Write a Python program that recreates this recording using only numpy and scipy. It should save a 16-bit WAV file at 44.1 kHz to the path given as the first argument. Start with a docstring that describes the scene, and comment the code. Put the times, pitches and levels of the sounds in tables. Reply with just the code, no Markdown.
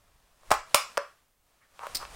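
"""Three close plastic clacks, each a light touch and then a hard hit: an old laptop is pressed shut.
The lid lands, snaps into its metal latch and seats; the panels crack and the hollow base thuds and rings.
Then the closed case is tipped away: hands rub and knock on it and a small loose part chatters.
A small room answers, over a faint hiss and the rumble of air pushed against the microphone."""
import sys
import numpy as np
from scipy import signal
from scipy.fft import rfft, irfft
from scipy.io import wavfile

SR = 44100
rng = np.random.default_rng(int(sys.argv[2]) if len(sys.argv) > 2 else 0)


def generate_wav(signal):
    """Clip the signal to [-1, 1] and save it as 16-bit WAV at the path in sys.argv[1]."""
    frames = np.transpose(np.atleast_2d(signal))
    scaled = np.clip(frames, -1, 1) * 32767
    pcm = np.round(scaled).astype(np.int16)
    wavfile.write(sys.argv[1], SR, pcm)


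N = 94991
T = np.arange(N) / SR
CASE_LOW_HZ = 520  # the case's panels and base sound only above this
# The three hard blows, each at another place on the case. Each row: start in seconds, thud level in dB.
BLOWS = [(.5135, -25), (.7450, -29.5), (.9772, -45.5)]


def from_db(db):
    """Decibels to gain."""
    return 10 ** (np.asarray(db) / 20)


def rms_one(x):
    """Scale to unit rms."""
    return x / np.sqrt(np.mean(x ** 2) + 1e-20)


def level(curve):
    """Gain over time from points in seconds and dB."""
    return from_db(np.interp(T, *np.transpose(curve)))


def at_hz(points, hz, column=1):
    """Read one column of a table on a log-frequency axis."""
    points = np.array(points)
    return np.interp(np.log(hz + 1), np.log(points[:, 0]), points[:, column])


def butter(x, hz, kind, order=2):
    """Causal Butterworth filter."""
    return signal.sosfilt(signal.butter(order, hz, kind, fs=SR, output="sos"), x + 1e-18)


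def noise(colour):
    """Unit-rms noise with the given spectrum."""
    gain = from_db(at_hz(colour, np.fft.rfftfreq(N, 1 / SR)))
    return rms_one(irfft(rfft(rng.standard_normal(N)) * gain, N))


def clicks(starts, db):
    """Impulses at the given times and strengths."""
    out = np.zeros(N)
    np.add.at(out, (np.asarray(starts) * SR).astype(int), from_db(db))
    return out


def ring(force, hz, t60):
    """One mode: a unit click sets a sine of height 1 ringing."""
    r, w = np.exp(-np.log(1000) / (t60 * SR)), 2 * np.pi * hz / SR
    return signal.lfilter([0, np.sin(w)], [1, -2 * r * np.cos(w), r * r], force + 1e-18)


def burst(start, t60):
    """Envelope that jumps to 1 and dies away."""
    return (T >= start) * np.exp(-np.log(1000) * np.maximum(T - start, 0) / t60)


def hiss():
    """A faint, steady bed of noise."""
    # Its colour. Each row: frequency in Hz, relative density in dB.
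    colour = [(30, 0), (100, -7), (300, -14), (600, -17), (1000, -20), (2200, -24), (3100, -21),
              (4000, -25), (7000, -23), (16000, -22)]
    return from_db(-72) * noise(colour)


def air_rumble():
    """Air pushed against the microphone: two independent deep rumbles that swell together."""
    # The swells. Each row: time in seconds, level in dB.
    swells = [(0, -66.5), (.46, -71), (.505, -43.5), (.59, -57), (.75, -70), (.85, -76), (1.3, -89.5),
              (1.8, -70.5), (1.96, -53), (2.15, -53)]
    return level(swells) * rms_one(butter(rng.standard_normal((2, N)), hz=49, kind="low"))


def room(x):
    """Diffuse reflections, new at each call, build quickly and die at their own rate per half octave."""
    # The room's tail. Each row: frequency in Hz, level against the input in dB, t60 in seconds.
    reverb = [(350, -7.5, .22), (614, -10, .24), (820, -10, .23), (1050, -7.5, .27), (1330, -4.5, .34),
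              (1800, -4, .31), (2400, -4, .3), (3400, -6.5, .3), (4900, -6.5, .31), (7800, -8.5, .32),
              (11000, -8, 0.16), (16000, -8.5, 0.2)]
    delay_s, build_s = .004, .0036
    t = T[:SR // 2]
    edges = np.geomspace(60, 17000, 17)
    white, f = rfft(rng.standard_normal(len(t))), np.fft.rfftfreq(len(t), 1 / SR)
    build = np.clip((t - delay_s) / build_s, 0, 1)
    response = 0
    for low, high in zip(edges, edges[1:]):
        hz = np.sqrt(low * high)
        band = irfft(white * (f >= low) * (f < high), len(t))
        decay = np.exp(-np.log(1000) * t / at_hz(reverb, hz, column=2))
        unity_gain = np.sqrt(2 * (high - low) / SR / len(t))
        response += from_db(at_hz(reverb, hz)) * unity_gain * rms_one(band * build * decay)
    return signal.fftconvolve(x, response)[:N]


def hand_rub():
    """Skin sticks and slips on the plastic: faintly grainy friction with the case's hollow colour."""
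    # The strength of the rubbing. Each row: time in seconds, level in dB.
    strength = [(.36, -69.5), (.44, -63.5), (.47, -59), (.50, -58.5), (.62, -64.5), (.71, -55),
                (.96, -56.5), (1.12, -66.5), (1.38, -81.5), (1.48, -71.5), (1.68, -71), (1.78, -60.5),
                (1.84, -52.5), (1.90, -51.5), (2.02, -48), (2.08, -54.5), (2.15, -48.5)]
    # Its colour. Each row: frequency in Hz, relative density in dB.
    colour = [(60, -13), (300, -15.5), (600, -5.5), (850, -7), (1130, -6), (1600, -10.5), (3000, -14),
              (6000, -17), (9000, -17.5), (16000, -32)]
    grain_db, grain_hz = 0.5, 150
    grain = from_db(grain_db * rms_one(butter(rng.standard_normal(N), grain_hz, "low")))
    return level(strength) * rms_one(noise(colour) * grain)


def palm_drags():
    """The case drags over the palm: friction swells and fades in the band of the rubbed panel."""
    # Short slips. 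Each row: start and length in seconds, level in dB, low and high band edge in Hz.
    slips = [(1.601, 0.068, -65, 1193, 2144), (1.794, 0.095, -40.5, 780, 1293),
             (1.998, 0.051, -41, 865, 1310)]
    out = np.zeros(N)
    for start, length, db, *band_hz in slips:
        swell = np.sin(np.pi * np.clip((T - start) / length, 0, 1))
        out += from_db(db) * swell * rms_one(butter(rng.standard_normal(N), band_hz, "band"))
    return out


def loose_part():
    """A small hard part bounces and scrapes in a quick, bright run."""
    # Its bounces. Each row: start in seconds, strength in dB.
    bounces = [(1.9478, -27.5), (1.9510, -30), (1.954, -28), (1.9598, -43), (1.9685, -30.5)]
    # Its modes. Each row: frequency in Hz, relative level in dB, t60 in seconds.
    modes = [(4360, -13, 0.03), (4850, -5, 0.02), (5270, -10, 0.02)]
    # The colour of its scrape. Each row: frequency in Hz, relative density in dB.
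    colour = [(1000, -18), (3300, -15), (4900, 3), (6500, -13.5), (9300, -5), (10800, -22.5),
              (13500, -11.5), (16000, -16)]
    force = clicks(*np.transpose(bounces))
    rings = sum(from_db(db) * ring(force, hz, t60) for hz, db, t60 in modes)
    scrape = sum(from_db(db) * burst(start, t60=0.041) for start, db in bounces)
    return butter(rings, 2500, "high") + scrape * noise(colour)


def thud():
    """The whole laptop gives under each blow with a low bump."""
    # Its lowest modes. Each row: frequency in Hz, relative level in dB, t60 in seconds.
    modes = [(96.2, 1.5, 0.025), (251, -0.5, 0.027)]
    force = clicks(*np.transpose(BLOWS))
    return butter(sum(from_db(db) * ring(force, hz, t60) for hz, db, t60 in modes), 62.6, "high")


def hollow_base():
    """The base rings on after each blow, with a mix of modes set by the place struck."""
    # Its modes. Each row: frequency in Hz, level in dB at the first, second and third blow.
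    modes = [(573, -39.5, -27, -25.5), (805, -23, -46.5, -73), (857, -24, -44, -57),
             (1012, -35.5, -30.5, -37), (1082, -24.5, -32, -47.5), (1176, -36, -27.5, -52.5),
             (1223, -23, -33, -62.5), (1385, -31, -31, -36.5), (1522, -34, -33.5, -40),
             (1710, -35, -47, -39.5), (2172, -44.5, -34, -46)]
    starts = [start for start, _ in BLOWS]
    rings = sum(ring(clicks(starts, blow_db), hz, t60=.18) for hz, *blow_db in modes)
    return butter(rings, CASE_LOW_HZ, "high", order=4)


def latch():
    """The metal latch springs into its catch and rings once, its modes alternating in polarity."""
    # Its modes. Each row: frequency in Hz, level in dB, t60 in seconds.
    modes = [(4380, -25, .025), (4920, -29, .05), (5600, -30, .04), (6200, -37, .1), (6601, -32, .13),
             (7640, -23, .02), (8650, -26, .025), (9154, -36, .11), (10400, -22, .035), (11780, -33, .07),
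             (12780, -24, .035)]
    snap = clicks(starts=[.7455], db=0)
    return sum((-1) ** k * from_db(db) * ring(snap, hz, t60) for k, (hz, db, t60) in enumerate(modes))


def case_hit(place, start, db, tilt_db, crack_db, crack_t60):
    """A contact knocks the panels with a short crack; place is 0-2 for the blows, 3 for the hands."""
    # The well-damped plastic panels. Each row: frequency in Hz, t60 in seconds,
    # relative level in dB at the first, second and third blow and under the hands.
    panels = [(620, .016, -6, -8, -7, -7), (800, .011, -6, -18, -17, -13), (1110, .009, -1, 2, -2, 0),
              (1310, .009, -2, 2, -2, -6), (1600, .0087, -13, -14, -16, -15),
              (1884, .01, -13.5, -19, -15, -15), (2270, .01, -20, -12, -16, -13),
              (2600, .014, -26, -12, -18, -17), (3070, .005, -21, -21, -11, -18),
              (4400, .009, -21, -14, -20, -36), (4880, .012, -18, -19, -26, -38)]
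    # The colour of the crack. Each row: frequency in Hz, relative density in dB.
    colour = [(200, -27), (1000, 9.5), (2000, -3.5), (4500, 0.5), (6000, -1.5), (8500, 1), (11000, -9),
              (16000, -8.5)]
    force = clicks([start], db)
    body = sum(from_db(place_db[place] + tilt_db * np.log2(hz / 1000)) * ring(force, hz, t60)
               for hz, t60, *place_db in panels)
    crack = from_db(crack_db) * noise(colour) * burst(start, crack_t60)
    return butter(body + crack, CASE_LOW_HZ, "high", order=4)


def hand_knocks():
    """Hands bump the closed case as it is tipped away."""
    # The bumps. Each row: start in seconds, panel level in dB, tilt in dB per octave,
    # crack level in dB, crack t60 in seconds.
    knocks = [(1.793, -34.5, 4.5, -66, .015), (1.835, -34, -3, -59, .02), (1.8561, -34.5, -3, -56, 0.0084),
              (1.8685, -25, -5.5, -39.5, 0.018), (2.029, -31.5, -0.5, -58, 0.017),
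              (2.052, -37, 9, -62, .01)]
    return sum(case_hit(3, *knock) for knock in knocks)


def lid_clacks():
    """The lid meets the base in three clacks, each a cluster of contacts around one blow."""
    # Lid and latch contacts. Each row: start in seconds, panel level in dB, tilt in dB per octave,
    # crack level in dB, crack t60 in seconds.
    contacts = [(0.4336, -50.5, -6.5, -67.5, .01), (.5060, -21, -4, -26.5, 0.028),
                (0.5131, -13.5, -5.5, -27, 0.013), (0.5161, -8.5, 1, -17.5, 0.033),
                (0.524, -21.5, -0.5, -28, 0.011), (.5392, -20, -1.5, -32.5, 0.035),
                (0.7440, -21.5, -3, -29, 0.011), (0.7454, -10.5, -0.5, -3.5, 0.0095),
                (0.7471, -17.5, -4.5, -15.5, .04), (0.756, -24.5, 0.5, -19, 0.021),
                (0.9730, -21.5, 6.5, -36, 0.026), (0.9772, -13, -9, -17, 0.0037)]
    clacks = np.zeros((len(BLOWS), N))
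    for start, *hit in contacts:
        nearest = np.argmin([abs(start - blow_s) for blow_s, _ in BLOWS])
        clacks[nearest] += case_hit(nearest, start, *hit)
    return clacks


def scene():
    """The laptop and its room, nearly mono, over hiss and air; each clack has its own reflections."""
    # Room sends for the three clacks and the handling. Each row: level in dB, treble cut in Hz.
    sends = [(-1, 12000), (0, 15000), (-2, 4000), (-3, 12000)]
    landing, snap, seating = lid_clacks()
    handling = hand_knocks() + hand_rub() + palm_drags()
    sounds = [landing, snap + latch(), seating, handling]
    chatter = loose_part()
    laptop = sum(x + from_db(db) * room(butter(x, cut_hz, "low", order=1))
                 for x, (db, cut_hz) in zip(sounds, sends))
    laptop += chatter + from_db(-7.5) * room(chatter) + hollow_base() + thud()
    air_mid, air_side = air_rumble()
    mid = laptop + air_mid + hiss()
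    bright_reflections = butter(room(sum(sounds) + chatter), 3600, "high")
    side = from_db(-13) * bright_reflections + from_db(-26) * (air_side + hiss())
    return np.array([mid + side, mid - side])


def record(dry):
    """The loudest peaks are rounded and the top is cut."""
    ceiling, cutoff_hz = 1.2, 15800
    rounded = ceiling * np.tanh(dry / ceiling)
    return signal.sosfilt(signal.cheby1(12, .1, cutoff_hz, fs=SR, output="sos"), rounded)


dry = scene()
out = record(dry)
generate_wav(out)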